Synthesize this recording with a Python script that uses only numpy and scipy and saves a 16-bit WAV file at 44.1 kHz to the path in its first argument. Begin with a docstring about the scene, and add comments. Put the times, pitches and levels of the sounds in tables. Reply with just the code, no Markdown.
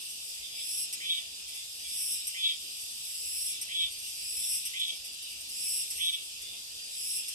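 """Cicadas in a mountain forest

A near male repeats a low lead-in buzz, a shrill swell, a short chirp and a low croak; neighbours swell and
croak farther off, over the blurred chorus of the slope, a faint breeze and one faint thin tone. Shrill songs
are trains of tymbal clicks, croaks are sums of resonant lines, chorus and breeze are shaped noise.
Trunks scatter the songs, the ground echoes the shrill ones; two close microphone ports hear it with a lag."""
import sys
import numpy as np
from scipy import signal
from scipy.fft import rfft, irfft, next_fast_len
from scipy.io import wavfile
from scipy.ndimage import uniform_filter1d, map_coordinates

SR = 44100
rng = np.random.default_rng(int(sys.argv[2]) if len(sys.argv) > 2 else 0)


def unload_audio(sound):
    """Save the sound as a 16-bit wav file, at the path given as the first command line argument."""
    columns = np.transpose(np.atleast_2d(sound))
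    # keep every value between -1 and 1, then stretch to whole-number steps
    steps = np.round(np.clip(columns, -1, 1) * 32767)
    wavfile.write(sys.argv[1], SR, steps.astype(np.int16))


N = 323694


def amp(db):
    """Decibels to a linear gain."""
    return 10 ** (np.asarray(db) / 20)


def unit(x):
    """x scaled to rms 1."""
    return x / np.sqrt(np.mean(x ** 2) + 1e-20)


def along(points, hz):
    """Value at hz from (Hz, value) points on a log axis."""
    f, v = np.transpose(points)
    return np.interp(np.log(hz + 1), np.log(f + 1), v)


def curves(rows, x):
    """Each column after the first, read where the first column is x."""
    knots, *cols = np.transpose(rows)
    return [np.interp(x, knots, c) for c in cols]


def wobble(rate, size=N):
    """A smooth random curve, rate knots a second."""
    knots = rng.standard_normal(int(size * rate / SR) + 4)
    return map_coordinates(knots, [np.arange(size) * rate / SR])


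def span(start, end):
    """Sample times from start to end."""
    return np.arange(round(start * SR), round(end * SR)) / SR


def filtered(x, response):
    """x times a complex response of frequency."""
    m = next_fast_len(N + SR // 4)
    return irfft(rfft(x, m) * response(np.fft.rfftfreq(m, 1 / SR)), m)[..., :N]


# Likeness of diffuse sound at the two ports: pitch_hz, correlation (1 = identical)
PORT_LIKENESS = [(30, 0.45), (100, 0.76), (350, 0.59), (1000, 0.59), (1800, 0.66), (2500, 0.043),
                 (4000, 0.41), (6000, 0.055), (15000, 0.047)]


def rush(spectrum, patchy_db):
    """Diffuse noise of rms 1, partly shared by the ports, with patches of random gain."""
    z = signal.stft(rng.standard_normal((2, N)), nperseg=512)[2]
    patches = rng.standard_normal(z.shape[1:])
    patches = uniform_filter1d(uniform_filter1d(patches, 5, 0), 12, 1)
    pair = signal.istft(z * amp(patchy_db * unit(patches)), nperseg=512)[1][:, :N]

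    def coloured(hz):
        turn = np.arccos(np.clip(along(PORT_LIKENESS, hz), -1, 1)) / 2
        return amp(along(spectrum, hz)) * [np.cos(turn), np.sin(turn)]

    mid, side = filtered(pair, coloured)
    return unit(np.array([mid + side, mid - side]))


def tymbal(t, rate, db, rib_hz, ribs_db, ring, jitter, scatter_db, dull_db=0):
    """Each muscle pulse buckles the ribs in a row: a short burst with partials on the rib click rate."""
    beats = np.cumsum(rate * np.ones(len(t))) / SR
    luck = rng.standard_normal((int(beats[-1]), 3 + len(ribs_db)))
    start = np.interp(np.arange(len(luck)) + .5, beats, t) + jitter * luck[:, 0]
    index = np.ceil(start * SR).astype(int)[:, None] + np.arange(256)
    age = index / SR - start[:, None]
    hz = np.interp(start, t, rib_hz * np.ones(len(t))) * (1 + 0.011 * luck[:, 1])
    dull_db = np.interp(start, t, dull_db * np.ones(len(t)))[:, None]
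    clicks = 0
    for k, partial_db in enumerate(ribs_db, 1):
        # dulling tilts the partials around the fourth
        gain = amp(partial_db - dull_db * (k - 4.0) + 1.1 * luck[:, 2 + k, None])
        # the body smears each click, so the partials do not peak together
        smear = 0.65 * k * k
        clicks = clicks + gain * np.sin(2 * np.pi * k * hz[:, None] * age + smear)
    shape = (age / ring * np.exp(1 - age / ring)) ** 2
    size = amp(np.interp(start, t, db) + scatter_db * luck[:, 2])
    bursts = size[:, None] * shape * clicks
    keep = (index >= 0) & (index < N)
    return np.bincount(index[keep], bursts[keep], N)


# Colour of the air noise: pitch_hz, relative_db
BREEZE_COLOUR = [(12, -35), (20, -12), (43, -16), (59, -11.5), (140, -2.5), (383, -1), (561, 0),
                 (776, -1.5), (994, -7), (1630, -7), (1900, -1.5), (2470, -46), (4180, -120)]
# Gusts in the bass rumble, before a random wobble: time_s, level_db
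GUSTS = [(0, -74), (2.2, -71.5), (3.4, -71.5), (4.3, -67.5), (5.1, -73.5), (6.4, -68), (7.34, -73.5)]


def breeze():
    """A soft rush of air as shaped noise, with gusts in the bass."""
    gust_db, = curves(GUSTS, np.arange(N) / SR)
    bass_colour = [(20, -22.0), (60, 3), (110, -5.5), (160, -47), (300, -120)]  # pitch_hz, relative_db
    gusts = amp(gust_db + 0.69 * wobble(6.6)) * rush(bass_colour, patchy_db=2.0)
    return gusts + amp(-64) * rush(BREEZE_COLOUR, patchy_db=2.5)


# Course of the thin tone: time_s, pitch_hz, level_db
TONE_COURSE = [(1.12, 616, -78), (1.18, 650, -60), (1.274, 664, -61), (1.33, 670, -83)]


def tone():
    """A brief faint thin tone near 660 Hz, of no known source: a sine that glides in pitch and level."""
    t = np.arange(N) / SR
    hz, db = curves(TONE_COURSE, t)
    sounding = (t > TONE_COURSE[0][0]) & (t < TONE_COURSE[-1][0])
    return sounding * amp(db) * np.sin(2 * np.pi * np.cumsum(hz) / SR)


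# Colour of the far shrill songs: pitch_hz, relative_db
SHRILL_COLOUR = [(2290, -25), (3900, -2.5), (4200, -3), (5080, 4), (6190, -1), (7460, 0.5), (8210, 2),
                 (9500, -3.5), (10300, -2.5), (11400, -3), (12400, -7.5), (13800, -12), (14300, -28),
                 (14700, -19), (15000, -52)]
# Colour of the far croaking: pitch_hz, relative_db
CROAKING_COLOUR = [(880, -32.5), (1500, -38), (2080, -24), (2150, -22.5), (2460, -6), (2780, -0.5),
                   (3100, -4), (3510, 0.5), (4300, -10), (5590, -20), (9460, -120)]
# base level, lift around each near swell top or croak start, width of that lift
SHRILL_DB, SHRILL_LIFT_DB, SHRILL_LIFT_S = -45, 2.5, 0.19
CROAKING_DB, CROAKING_LIFT_DB, CROAKING_LIFT_S = -48, 1.5, 0.41
RASP_HZ, RASP_DB = 321, 2.5  # centre of the pulse rate still heard in the blur, its depth


def chorus():
    """Males too far to tell apart blur into noise bands; the slope keeps loosely in step with the near male."""
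    t = np.arange(N) / SR

    def lift(times, width):
        return sum(np.exp(-((t - s) / width) ** 2) for s in times)

    def rasp_db():
        return RASP_DB * np.sin(2 * np.pi * np.cumsum(RASP_HZ + 30 * wobble(8)) / SR)

    shrill_db = SHRILL_DB + SHRILL_LIFT_DB * lift([row[1] for row in NEAR_SWELLS], SHRILL_LIFT_S)
    croak_db = CROAKING_DB + CROAKING_LIFT_DB * lift([row[0] for row in NEAR_CROAKS], CROAKING_LIFT_S)
    shrill_gain = amp(shrill_db + rasp_db() + 0.35 * wobble(9.3))
    shrill = shrill_gain * rush(SHRILL_COLOUR, patchy_db=2.0)
    croak_gain = amp(croak_db + rasp_db() + 0.22 * wobble(8.4))
    return shrill + croak_gain * rush(CROAKING_COLOUR, patchy_db=2.0)


# Swells of the high and the middle male, one list each; levels precede partial gains, wobble and distance:
# top_s, rise_s, fall_s, level_db
NEIGHBOUR_SWELLS = [
    [(0.01, .1, 0.55, -44), (1.2, 0.14, 0.44, -56), (2.0, 0.55, 0.52, -37), (2.64, 0.27, 0.97, -46.5),
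     (4.05, 0.83, 0.71, -40.5), (4.56, 0.15, 0.039, -41), (5.97, 0.34, 0.41, -37.5), (7.2, 0.12, 0.33, -59)],
    [(0.01, .1, 0.91, -42), (2.13, 0.091, 0.37, -34.5), (3.33, 1, 0.25, -37.5), (4.55, 0.45, 0.26, -34.5),
     (5.68, 0.55, 0.48, -37), (6.25, 0.1, 0.21, -44), (7.3, 0.44, .2, -40.5)],
]
# Resting level of the high and the middle male between swells: level_db
REST_LEVELS = [-58, -52.5]
# Rib click partials 1-5 of both males: relative_db
FAR_PARTIALS = [-17.5, -5, 3.5, 1.5, -4]


def swelling_db(rows, rest_db):
    """Level that ramps up to each top and back to rest; the loudest swell wins."""
    t = np.arange(N) / SR
    ramps = [np.interp(t, [top - rise, top, top + fall], [rest_db, db, rest_db])
             for top, rise, fall, db in rows]
    return np.max(ramps, axis=0)


def neighbours():
    """Two more males buzz their tymbals, each with his own swells."""
    t = np.arange(N) / SR
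    high_db, middle_db = [swelling_db(*male) for male in zip(NEIGHBOUR_SWELLS, REST_LEVELS)]
    high = tymbal(t, 310 + 25 * wobble(2.8), high_db + 3.8 * wobble(6.4), 2870 + 25 * wobble(2.9),
                  FAR_PARTIALS, ring=0.00057, jitter=.00005, scatter_db=0.5)
    middle = tymbal(t, 290 + 25 * wobble(3), middle_db + 2.4 * wobble(10), 2720 + 25 * wobble(2.76),
                    FAR_PARTIALS, ring=0.00064, jitter=.00005, scatter_db=2.0)
    return high + middle


# Level of the near male's low buzz, before partial gains, wobble and mixing: time_s, level_db
LEAD_IN_LEVEL = [(0, -51), (.47, -45.5), (.98, -51.5), (1.98, -48), (3.33, -47), (3.82, -52.5), (4.29, -45),
                 (4.6, -59), (5.0, -49), (5.76, -46), (5.97, -57), (6.25, -51), (7.34, -45.5)]
# Rib click partials 1-5 of that buzz, the second strongest: relative_db
LEAD_IN_PARTIALS = [-16.5, 1.5, -13, -23, -26]


def lead_in():
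    """The near male's low lead-in buzz: soft tymbal pulses whose rib clicks glide up into his swells."""
    t = np.arange(N) / SR
    level_db, = curves(LEAD_IN_LEVEL, t)
    rib_hz = 2430 + sum(150 * np.exp(-((t - row[1]) / 0.23) ** 2) for row in NEAR_SWELLS)
    return tymbal(t, 270 + 8 * wobble(4), level_db + 1.6 * wobble(12), rib_hz + 15 * wobble(3.1),
                  LEAD_IN_PARTIALS, ring=0.0012, jitter=.00003, scatter_db=0.5)


# Neighbours' croaks, levels before distance:
# start_s, top_s, end_s, starting pair_rate_hz, onset_level_db, peak_level_db
FAR_CROAKS = [(.37, .425, .5, 179.5, -56, -48), (.48, .56, .66, 168, -52, -49),
              (1.51, 1.566, 1.63, 178.8, -54, -49), (1.79, 1.89, 2.0, 168, -54, -48),
              (3.43, 3.52, 3.6, 168, -55, -49), (4.35, 4.43, 4.6, 178, -57, -51),
              (6.37, 6.43, 6.6, 178.5, -57, -50)]
# Near male's croaks: start_s, top_s, end_s, starting pair_rate_hz, onset_level_db, peak_level_db
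NEAR_CROAKS = [(1.002, 1.112, 1.23, 171.8, -38, -26), (2.343, 2.455, 2.56, 172.5, -38, -26),
               (3.686, 3.8, 3.9, 171.1, -37, -27), (4.734, 4.822, 4.98, 173.2, -34, -26),
               (5.981, 6.072, 6.24, 170.6, -28.5, -27)]
# Course of a croak, its top at progress 0.58; raise_hz is added to the upper resonance:
# progress (0-1), odd_line_gain (0-1), roughness (0-1), upper_resonance_hz, lower_resonance_hz
CROAK_COURSE = [(0, 1, .3, 2950, 2000), (.1, .85, .25, 3170, 2200), (.2, .5, .2, 3300, 2430),
                (.35, .25, .2, 3400, 2430), (.6, .4, .28, 3490, 2420), (.75, .5, .4, 3470, 2420),
                (1, .7, .6, 3350, 2400)]
# Brief dips in the croaking: centre_s, depth_db, half_width_s
CROAK_DIPS = [(1.142, -9, .006), (1.162, -5, 0.011), (4.791, -7, .006), (4.81, -6, .004), (4.828, -9, .002),
              (4.847, -10, .003), (4.868, -17, 0.012), (4.888, -7, .002), (4.917, -10, .009),
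              (6.119, -15, 0.011), (6.168, -8, 0.008), (2.484, -13, .004)]
CROAK_ATTACK_S, CROAK_HOLD_S = 0.036, 0.04  # onset time, time spent at the peak
CROAK_SILENT_DB = -24  # level at the start under the peak
CROAK_FALL_BEND = 1.5  # above 1 the fall starts gently


def croaks(rows, upper_width_hz, lower_width_hz, raise_hz, sag_hz_per_s, end_db,
           lower_db, lower_sag_db, stutter_db):
    """Left and right tymbal alternate into the hollow abdomen; an uneven pair adds lines halfway.
    Each line is a sine weighted by two moving resonances, as the pulses slow."""
    out = np.zeros(N)
    for start, top, end, start_hz, onset_db, peak_db in rows:
        t = span(start, end)
        knots = [start, min(start + CROAK_ATTACK_S, top), top, top + CROAK_HOLD_S, end]
        rate = start_hz - sag_hz_per_s * np.clip(t - knots[1], 0, .13)
        fall_db = end_db * np.interp(t, knots[3:], [0, 1]) ** CROAK_FALL_BEND
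        upper_rise = [CROAK_SILENT_DB, onset_db - peak_db, 0, 0, 0]
        upper_level_db = peak_db + np.interp(t, knots, upper_rise) + fall_db
        sagged_db = lower_db - lower_sag_db
        lower_rise = [CROAK_SILENT_DB, lower_db, sagged_db, sagged_db, lower_db - 1.0]
        lower_level_db = peak_db + np.interp(t, knots, lower_rise) + 0.57 * fall_db

        progress = np.interp(t, [start, top, end], [0, .58, 1])
        uneven, rough, upper_hz, lower_hz = curves(CROAK_COURSE, progress)
        phase = 2 * np.pi * np.cumsum(rate) / SR + 0.07 * rough * wobble(250, len(t))
        stutter = amp(stutter_db * wobble(69.7, len(t)))  # the whole voice flickers
        for k in range(10, 27):
            upper_offset = (k * rate - upper_hz - raise_hz) / upper_width_hz
            upper = amp(upper_level_db) / (1 + upper_offset ** 2) ** 1.3
            lower = amp(lower_level_db) / (1 + ((k * rate - lower_hz) / lower_width_hz) ** 4)
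            waver = amp(7 * rough * wobble(60, len(t)))  # each line flickers by itself
            pair_gain = uneven if k % 2 else 1
            line = (upper + lower) * waver * pair_gain * np.sin(k * phase + .4 * k * k)
            out[round(t[0] * SR):][:len(t)] += stutter * line
    t = np.arange(N) / SR
    return out * amp(sum(db * np.exp(-((t - s) / width) ** 4) for s, db, width in CROAK_DIPS))


# Chirps and softer chatter, levels before partial gains and echoes:
# start_s, level_db, rib_click_hz, fade_s (time to fall 6 dB)
CHIRP_CALLS = [(0.24, -52, 2920, 0.033), (0.926, -34.5, 2740, 0.019), (1.477, -46, 2650, .038),
               (1.536, -46.5, 2720, 0.063), (2.2684, -34, 2870, 0.018), (2.602, -51, 2800, 0.06),
               (2.909, -49, 2840, .03), (3.073, -48, 2800, 0.049), (3.143, -45, 2770, .027),
               (3.613, -33, 2810, 0.016), (3.913, -44, 2830, 0.021), (3.988, -48, 2880, 0.019),
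               (4.062, -48, 2780, 0.038), (4.325, -46, 2800, 0.029), (4.541, -45, 2920, 0.026),
               (4.652, -36, 2840, 0.024), (4.794, -43, 2850, 0.013), (4.878, -44.5, 2830, 0.015),
               (4.957, -49, 2850, 0.019), (5.045, -44, 2870, 0.028), (5.125, -48, 2850, 0.024),
               (5.223, -45, 2810, 0.021), (5.301, -49, 2830, 0.027), (5.407, -44, 2870, 0.013),
               (5.49, -44, 2850, 0.017), (5.902, -35.5, 2660, 0.015), (5.955, -52, 2830, 0.02),
               (6.052, -45, 2780, 0.018), (6.128, -47, 2830, 0.038), (6.415, -44.5, 2800, 0.016),
               (7.281, -36.5, 2840, 0.016)]
# Rib click partials 1-5 in chirps, before dulling: relative_db
CHIRP_PARTIALS = [-13, -4, 5, 6, 1]


def chirps():
    """Short bursts of fast tymbal pulses that start hard and fade."""
    out = np.zeros(N)
    for s, db, rib_hz, length in CHIRP_CALLS:
        age = np.arange(round(1.8 * length * SR)) / SR
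        fade_db = -6 * (age / length) ** 4.1
        out += tymbal(s + age, 335, db + fade_db, rib_hz, CHIRP_PARTIALS,
                      ring=0.00043, jitter=.00006, scatter_db=-0.7, dull_db=3)
    return out


# Near male's swells, levels before partial gains and echoes: start_s, top_s, fall_s, level_db
NEAR_SWELLS = [(.55, 0.834, 0.033, -32), (1.859, 2.14, 0.085, -32), (3.171, 3.509, 0.068, -32.5),
               (4.172, 4.544, 0.066, -31.5), (5.498, 5.812, .045, -31.5), (6.906, 7.181, 0.054, -32.5)]
# Rib click partials 1-5 of the near male at full effort: relative_db
NEAR_PARTIALS = [-16, -4.5, 1, 1, -8.5]
# depth of the climb, how early it flattens, depth of the fall
SWELL_RISE_DB, SWELL_BEND, SWELL_FALL_DB = 13.5, 2.3, 17


def swells():
    """The long shrill syllable: pulses quicken throughout, and the ribs click faster and brighter with effort."""
    out = np.zeros(N)
    for start, top, fall, peak_db in NEAR_SWELLS:
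        t = span(start, top + fall)
        climb_db = SWELL_RISE_DB * np.clip((top - t) / (top - start), 0, 1) ** SWELL_BEND
        under_db = climb_db + SWELL_FALL_DB * np.clip((t - top) / fall, 0, 1)
        rate = np.interp(t, t[[0, -1]], [262, 320])
        out += tymbal(t, rate, peak_db - under_db, 2704 - 11 * under_db, NEAR_PARTIALS,
                      ring=0.00077, jitter=.00002, scatter_db=1.0, dull_db=0.17 * under_db)
    return out


GROUND_S, GROUND_DB = .00629, -10  # delay and level of the bounce


def grounded(x):
    """The song and its bounce: the soft ground returns a late, inverted copy."""
    return filtered(x, lambda hz: 1 - amp(GROUND_DB) * np.exp(-2j * np.pi * hz * GROUND_S))


# Decay of the scatter between the trunks: pitch_hz, t60_s
FOREST_DECAY = [(2000, 0.26), (5000, 0.18), (12000, 0.037)]


def forest(x):
    """Scatter off trunks, different at each port: noise in which each frequency dies at its own speed."""
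    hz, t, z = signal.stft(rng.standard_normal((2, SR // 2)), SR, nperseg=256)
    decay = amp(-60 * t / along(FOREST_DECAY, hz)[:, None])
    tail = signal.istft(z * decay, SR, nperseg=256)[1]
    late = np.pad(x, (150, 0))[None]  # delayed by 150 samples
    return signal.fftconvolve(late, tail / np.linalg.norm(tail[0]), axes=1)[:, :N]


def scene():
    """Songs heard directly and off the trunks, over the chorus, the breeze and the thin tone."""
    shrill = grounded(swells() + chirps())
    croak = croaks(NEAR_CROAKS, upper_width_hz=260, lower_width_hz=240, raise_hz=0, sag_hz_per_s=58,
                   end_db=-30, lower_db=-18, lower_sag_db=3, stutter_db=1.2)
    far_croak = croaks(FAR_CROAKS, upper_width_hz=220, lower_width_hz=300, raise_hz=30, sag_hz_per_s=26.0,
                       end_db=-17, lower_db=-14, lower_sag_db=0, stutter_db=2.5)
    softer = grounded(neighbours() + lead_in()) + far_croak
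    direct = shrill + croak + amp(-7.5) * softer + tone()
    scattered = forest(amp(-2.5) * shrill + amp(-12) * croak + softer)
    return direct + scattered + chorus() + breeze()


# Phase by which the left port leads the right: pitch_hz, lead_rad
PORT_LEAD = [(0, 0), (520, 2.6), (1550, 3.4), (2150, 2.5), (3450, -2.6), (4820, -5.1), (6890, -9.9),
             (8010, -10.2), (10900, -18.7), (12600, -23.0), (13000, -26.5), (13400, -23.6), (13800, -27.7),
             (15200, -28.4)]
# Level of the left port over the right: pitch_hz, difference_db
PORT_BALANCE = [(60, 0), (110, -2.5), (200, -2), (380, 0.0), (700, 1), (1290, -1), (2380, 1), (4400, -1.5),
                (8120, 1.5), (15000, -2)]
TOP_HZ = 15600  # band limit


def record(dry):
    """The ports differ in lag and colour, the top fades; nothing is kept above the band limit."""
    lead_hz, lead = np.transpose(PORT_LEAD)
    side = np.array([[.5], [-.5]])  # each port takes half the difference

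    def response(hz):
        colour = amp(side * along(PORT_BALANCE, hz))
        lag = np.exp(1j * side * np.interp(hz, lead_hz, lead))
        fade = amp(-12 * np.clip((hz - 13900) / 1100, 0, 2))
        return colour * lag * fade * (hz < TOP_HZ)

    return filtered(dry, response)


dry = scene()
out = record(dry)
unload_audio(out)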